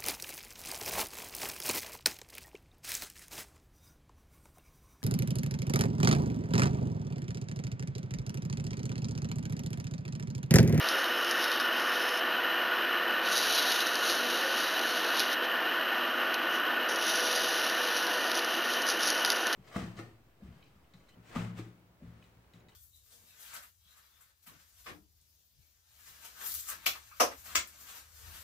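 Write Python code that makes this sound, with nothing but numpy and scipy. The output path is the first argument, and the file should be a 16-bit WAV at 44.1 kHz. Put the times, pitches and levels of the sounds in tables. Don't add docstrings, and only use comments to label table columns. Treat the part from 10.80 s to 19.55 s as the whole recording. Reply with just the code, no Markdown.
import sys
import numpy as np
from scipy import signal
from scipy.fft import rfft, irfft
from scipy.io import wavfile
from scipy.ndimage import uniform_filter1d

SR = 44100
rng = np.random.default_rng(int(sys.argv[2]) if len(sys.argv) > 2 else 0)


def gain_from_decibels(decibels):
    exponent = np.asarray(decibels, float) / 20
    return 10 ** exponent


def transcribe(u):
    v = np.clip(np.atleast_2d(u).T, -1, 1)
    q = np.round(v * 32767).astype(np.int16)
    wavfile.write(sys.argv[1], SR, q)


N = 385875

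# frequency in Hz, level in dB per Hz.
ROAR = [(94, -76), (160, -26), (184, -29.5), (237, -14.5), (273, -14), (330, -10.5), (387, -12),
        (497, -9.5), (798, -9.5), (1470, 2.5), (1810, -5.5), (2330, -15.5), (2990, -2.5), (3450, -18),
        (6900, -33), (8970, -75), (15200, -120)]
# frequency in Hz, width in Hz, level in dB.
CASING = [(336, 37, -14.5), (657, 46, -17.5), (713, 46, -16.5), (1133, 75, -10.5), (1201, 38, -6.5),
          (1457, 53, -2), (1616, 46, -22), (1793, 93, -3.5), (2522, 176, -15), (2897, 126, -7.5),
          (3060, 110, -11.5), (3970, 250, -21), (5400, 250, -31)]
# frequency in Hz, level in dB rms, wobble in dB.
TONES = [(197, -62.5, 2), (245.3, -58.5, 3), (346.7, -56, 2.5), (545.4, -61, 6.5), (643.6, -53.5, 3),
         (691, -67, -0.5), (750, -60, 0), (989, -54.5, -3), (1496, -45.5, 2)]
# time in seconds, level in dB.
HANDS = [(0.0, 1), (1.14, 2.5), (1.46, -1.5), (1.95, 5), (2.31, 2), (3.04, -2.5), (3.75, -3.5),
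         (4.41, -4.5), (4.99, 2.5), (5.87, 2.5), (6.21, -5), (7.24, -5), (8.19, -2.5), (8.75, -5)]
# time in seconds, pressure as grit level in dB,
# tilt of the paper as brightness in dB.
PASSES = [
    [(0.006, -45, -4.5), (0.2, -39.5, -0.5), (0.325, -47, -1), (0.53, -40.5, 2), (0.7, -44.5, -8),
     (0.9, -51, -6), (1.03, -42.5, 0), (1.16, -43, -3), (1.395, -43, 3)],
    [(2.426, -49, -9), (2.468, -39, -2.5), (2.54, -32, 0), (2.8, -34, -3), (3.0, -35, -1.5),
     (3.12, -37.5, -0.5), (3.44, -41, -2.5), (4.15, -38.5, -2), (4.545, -45, -6)],
    [(6.09, -44, 9), (6.19, -43, -1.5), (6.262, -34.5, -1.5), (6.75, -35.5, -2.5), (6.95, -41, -5),
     (8.05, -44, -2.5), (8.4, -39.5, -2), (8.63, -41.5, -1), (8.75, -41, -4)],
]
# time in seconds, grit level in dB, brightness in dB.
BRUSHES = [
    [(4.63, -50, -6), (4.645, -43, -6), (4.662, -54, -7)],
    [(5.7, -52, -1), (5.76, -44, -0.5), (5.8, -58, -1)],
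]
# peak time in seconds, extra pressure in dB, half length in seconds.
SQUEEZES = [(0.09, 6.5, .07), (0.625, 4.5, 0.042), (0.74, 6.5, 0.036), (0.808, 8, 0.023), (2.57, 3, 0.031),
            (2.744, 2.5, 0.13), (2.91, 5, .06), (3.3, 8, 0.14), (3.543, 3.5, 0.17), (3.797, 6, 0.072),
            (4.404, 10, 0.082), (4.527, 6.5, .03), (6.09, 7.5, 0.054), (7.034, 3.5, .08), (7.18, 5, .085),
            (7.35, 3, 0.063), (7.568, 9, 0.046), (7.748, 2.5, 0.07), (7.938, 5, 0.092), (8.102, 13, .055),
            (8.225, 10, 0.06), (8.283, 12, 0.055), (8.465, 6, .025), (8.513, 6.5, 0.03)]
GRIP_RING_DB = [-4, -8, -8, -12, -12]
# frequency in Hz, width in Hz, level in dB.
RING_FIRST = [(3740, 60, -5), (4640, 48, -6), (5276, 86, -1.5)]
RING_SECOND = [(3910, 75, 1.5), (4340, 31, 2), (4720, 38, -5), (5260, 8.6, -7), (5870, 86, -16),
               (6450, 32, -20)]
RING_THIRD = [(3700, 65, 5), (4200, 60, -4), (4790, 110, 8), (5660, 420, 4), (6000, 260, 3)]
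# frequency in Hz, level in dB per Hz.
GRIT = [(2000, -34), (3400, -3), (3990, -1.5), (5020, -6.5), (5600, -1), (6500, -1), (8450, -8),
        (14300, -120)]
# frequency in Hz, level in dB per Hz.
GRIT_BODY = [(300, -43), (700, -3), (1500, -36), (2400, -10), (3000, -5)]
# start in seconds, peak
# level in dB, pitch in Hz.
SNAPS = [(0.0875, -16, 4530), (0.511, -18, 5640), (0.6415, -20, 4420), (0.799, -19, 4210),
         (2.571, -15, 4840), (2.579, -15, 5680), (2.6284, -18, 4750), (2.9205, -16, 4200),
         (3.006, -17, 4540), (3.2973, -16.5, 4020), (3.3246, -20, 4350), (4.3952, -13, 5300),
         (4.4015, -12, 3800), (4.4217, -29, 4480), (5.5422, -22, 4640), (6.3564, -20, 5260),
         (7.5526, -19, 5120), (7.5915, -19, 4230), (7.9349, -19, 5000), (8.0888, -16, 5430),
         (8.1008, -17, 5400), (8.2323, -13, 5460), (8.2872, -18, 4650), (8.3024, -13, 5430),
         (8.4484, -10, 4300), (8.4598, -17, 5040), (8.5025, -12, 4300), (8.5195, -15, 5240),
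         (8.6691, -16.5, 5870), (8.7281, -17, 5230),
         (0.242, -22, 4300), (0.447, -23, 5450), (0.717, -23, 4530), (0.9976, -26, 4810),
         (1.2913, -27, 5560), (2.762, -15, 4590), (2.778, -20, 4350), (3.069, -20, 5100),
         (3.155, -19, 5100), (3.2603, -23, 4300), (3.993, -21, 4120), (4.5297, -22, 5660),
         (6.1598, -23, 5700), (6.2675, -19, 5420), (6.5757, -27, 4820), (6.615, -22, 4120),
         (6.8976, -21, 5390), (7.268, -21, 4470), (7.516, -18.5, 4410), (7.6467, -19, 5300),
         (8.0197, -22, 5490), (8.069, -27, 4580), (8.106, -19, 5140), (8.272, -22, 5090),
         (8.5614, -21, 5160), (8.733, -22, 5090)]
# low edge in Hz, high edge in Hz, chance from 0 to 1.
STARVED = [(7500, 8000, .3), (8000, 8500, .3), (13900, 15000, .16)]

HUM_DB, LOWER_DB, CASING_DB = -39, -47, -32.5
HUM_FOLLOWS, CASING_FOLLOWS = -0.12, 0.073
CASING_SAG_DB_PER_S = 0.14
SHAFT_TONE_HZ, SHAFT_TONE_DB, SHAFT_SWELL_DB = 494.2, -50, 3
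SQUEEZE_BRIGHTENS, SQUEEZE_RINGS = 0.14, 0.13
CONTACT_S = 0.004
RING_WAVER_DB = 2.5
CRACKLE_OVER_GRIT_DB, CRACKLE_SPREAD_DB = 7, 5
CRACKLE_LOW_HZ, CRACKLE_HIGH_HZ = 3900, 5960
RUSTLE_DB = -10.5
MIC_LOW_HZ, MIC_HIGH_HZ = 186, 6537
MIC_HISS_DB, MIC_RUMBLE_DB = -72, -61
STEP_RATE, TOP_HZ = 16000, 14660


def rms_one(x):
    return x / np.sqrt(np.mean(x ** 2) + 1e-20)


def in_time(rows):
    s, *columns = np.transpose(rows)
    return [np.interp(np.arange(N) / SR, s, c) for c in columns]


def drift(rate):
    r = np.exp(-80 * np.pi * rate / SR)
    noise = rng.standard_normal(N // 40 + 2002)
    slow = signal.lfilter([1], [1, -2 * r, r * r], noise)[2000:]
    return np.interp(np.arange(N) / 40, np.arange(len(slow)), rms_one(slow - slow.mean()))


def colour(x, spectrum):
    hz, db = np.transpose(spectrum)
    grid = np.fft.rfftfreq(N, 1 / SR) + 1
    gain = gain_from_decibels(np.interp(np.log(grid), np.log(hz), db))
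    return irfft(rfft(x) * gain, N)


def resonate(x, hz, width):
    r = np.exp(-np.pi * width / SR)
    feed = np.array([1, 0, -1]) * (1 - r * r) / 2
    return signal.lfilter(feed, [1, -2 * r * np.cos(2 * np.pi * hz / SR), r * r], x)


def split(x, hz):
    low = signal.sosfiltfilt(signal.butter(4, hz, fs=SR, output="sos"), x)
    return low, x - low


def motor():
    open_db, = in_time(HANDS)
    from_middle_s = (np.arange(N) - N / 2) / SR
    casing_db = CASING_DB + CASING_FOLLOWS * open_db - CASING_SAG_DB_PER_S * from_middle_s

    air = rms_one(colour(rng.standard_normal(N), ROAR)) * gain_from_decibels(0.54 * drift(29.0))
    modes = np.zeros(N)
    for hz, width, db in CASING:
        modes += gain_from_decibels(db + 1.1 * drift(8.5)) * resonate(rng.standard_normal(N), hz, width)
    hum, rest = split(air + rms_one(modes), 972)
    lower, casing = split(rest, 1332)

    out = gain_from_decibels(HUM_DB + HUM_FOLLOWS * open_db) * rms_one(hum)
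    out += gain_from_decibels(LOWER_DB + open_db) * rms_one(lower)
    out += gain_from_decibels(casing_db) * rms_one(casing)

    slip = 1 + 0.00247 * drift(0.76)
    turns = np.cumsum(slip) / SR
    shaft_level = gain_from_decibels(SHAFT_TONE_DB + SHAFT_SWELL_DB * drift(1.9))
    out += np.sqrt(2) * shaft_level * np.sin(2 * np.pi * SHAFT_TONE_HZ * turns)
    for hz, db, wobble_db in TONES:
        level = gain_from_decibels(db + wobble_db * drift(2.1))
        out += np.sqrt(2) * level * np.sin(2 * np.pi * (hz * turns + rng.random()))
    return out


def pressure():
    t = np.arange(N) / SR
    squeeze_db = sum(db * np.clip(1 - np.abs(t - s) / half, 0, 1) for s, db, half in SQUEEZES)
    for rows, ring_db in zip(PASSES + BRUSHES, GRIP_RING_DB):
        grit_db, bright_db = in_time(rows)
        landing = t - rows[0][0] + CONTACT_S
        lifting = rows[-1][0] + CONTACT_S - t
        touching = np.clip(np.minimum(landing, lifting) / CONTACT_S, 0, 1)
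        bright_db = bright_db + SQUEEZE_BRIGHTENS * squeeze_db
        yield touching, grit_db + squeeze_db, bright_db, ring_db + SQUEEZE_RINGS * squeeze_db


def grit(grains_per_s, spread_db, clump_db):
    force = gain_from_decibels(spread_db * np.minimum(rng.exponential(1, N), 5)) * rng.choice([-1, 1], N)
    chance = grains_per_s * gain_from_decibels(clump_db * drift(25)) / SR
    return rms_one(force * (rng.random(N) < chance))


def scrape():
    grains = grit(grains_per_s=14000, spread_db=4.0, clump_db=1.26)
    dull, bright = map(rms_one, split(colour(grains, GRIT_BODY + GRIT[1:-1]), 5440))
    flutter_db = 0.41 + 0.7 * drift(12)
    out = np.zeros(N)
    rings = [RING_FIRST, RING_SECOND, RING_THIRD, RING_SECOND, RING_THIRD]
    for (touching, grit_db, bright_db, ring_db), ring in zip(pressure(), rings):
        bright_share = np.clip(gain_from_decibels(2 * bright_db), .02, .9)
        hiss = gain_from_decibels(2.5) * np.sqrt(1 - bright_share) * dull + np.sqrt(bright_share) * bright
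        steel = np.zeros(N)
        for hz, width, db in ring:
            steel += gain_from_decibels(db + RING_WAVER_DB * drift(5.0)) * resonate(grains, hz, width)
        out += touching * gain_from_decibels(grit_db + flutter_db) * (hiss + gain_from_decibels(ring_db) * rms_one(steel))
    return out


def crackles(count):
    when, pitch, size = rng.random((count, 3)).T
    at = (when * (N - 1)).astype(int)
    level = sum(touching[at] * gain_from_decibels(grit_db[at]) for touching, grit_db, *_ in pressure())
    db = 20 * np.log10(level + 1e-9) + CRACKLE_OVER_GRIT_DB + CRACKLE_SPREAD_DB * (size - .5)
    hz = CRACKLE_LOW_HZ + (CRACKLE_HIGH_HZ - CRACKLE_LOW_HZ) * pitch
    return list(zip(at / SR, db, hz))


def snaps():
    span = int(0.032 * SR)
    t = np.arange(span) / SR
    rows = SNAPS + crackles(count=220)
    noise = rng.standard_normal((len(rows), span))
    out = np.zeros(N + span)
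    swell = t / 0.00013
    for (s, db, hz), hiss in zip(rows, noise):
        crack = np.e * swell * np.exp(-swell) * np.cos(2 * np.pi * hz * t)
        rustle = resonate(hiss, hz, 3000) * np.exp(-t / 0.0036)
        start = int(s * SR)
        out[start:start + span] += gain_from_decibels(db + 2.5) * (crack + gain_from_decibels(RUSTLE_DB + 6.5) * rustle)
    return out[:N]


def scene():
    return np.tile(motor() + scrape() + snaps(), (2, 1))


def band_flecks(x, share, fleck_db):
    hz, frames, cells = signal.stft(x, SR, nperseg=2048)
    band = (np.log(hz + 3500) * 22).astype(int)
    struck = (rng.random((band.max() + 1, len(frames))) < share)[band] & (hz > 1500)[:, None]
    fleck_level = gain_from_decibels(fleck_db + 9.8 * np.log2(hz / 3000 + 1))[:, None]
    side = cells * struck * np.exp(2j * np.pi * rng.random(cells.shape)) * fleck_level

    grit_power = np.sum(np.abs(cells[(hz > 4000) & (hz < 7000)]) ** 2, axis=0)
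    busy = grit_power > .25 * np.median(grit_power)
    kept = np.ones(cells.shape)
    for low_hz, high_hz, chance in STARVED:
        runs = uniform_filter1d(rng.random(len(frames)), size=3)
        dropped = busy & (runs < np.quantile(runs, chance))
        kept[np.ix_((hz > low_hz) & (hz < high_hz), dropped)] = 0
    return [signal.istft(part, SR, nperseg=2048)[1][:N] for part in (cells * kept, side)]


def top_cut(x):
    return signal.sosfilt(signal.butter(12, 15200, fs=SR, output="sos"), x)


def record(dry):
    x = signal.sosfilt(signal.butter(5, MIC_LOW_HZ, "high", fs=SR, output="sos"), dry[0])
    x = signal.sosfilt(signal.butter(14, MIC_HIGH_HZ, fs=SR, output="sos"), x)
    steps = signal.resample_poly(x, STEP_RATE // 100, SR // 100)
    steps = steps + gain_from_decibels(MIC_HISS_DB) * rng.standard_normal(len(steps))
    flicker = signal.lfilter([.1], [1, -.9], rng.standard_normal(len(steps)))
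    steps = steps + gain_from_decibels(MIC_RUMBLE_DB) * flicker

    area = np.cumsum(steps)
    index = np.arange(len(area))
    at = (np.arange(N) / SR * STEP_RATE) - .5
    half = 0.24
    held = (np.interp(at + half, index, area) - np.interp(at - half, index, area)) / (2 * half)
    held = signal.sosfilt(signal.cheby2(16, 60, TOP_HZ + 250, fs=SR, output="sos"), held)
    mid, side = band_flecks(held, share=.022, fleck_db=-30.5)
    return top_cut(np.array([mid + side, mid - side]))


dry = scene()
out = record(dry)
transcribe(out)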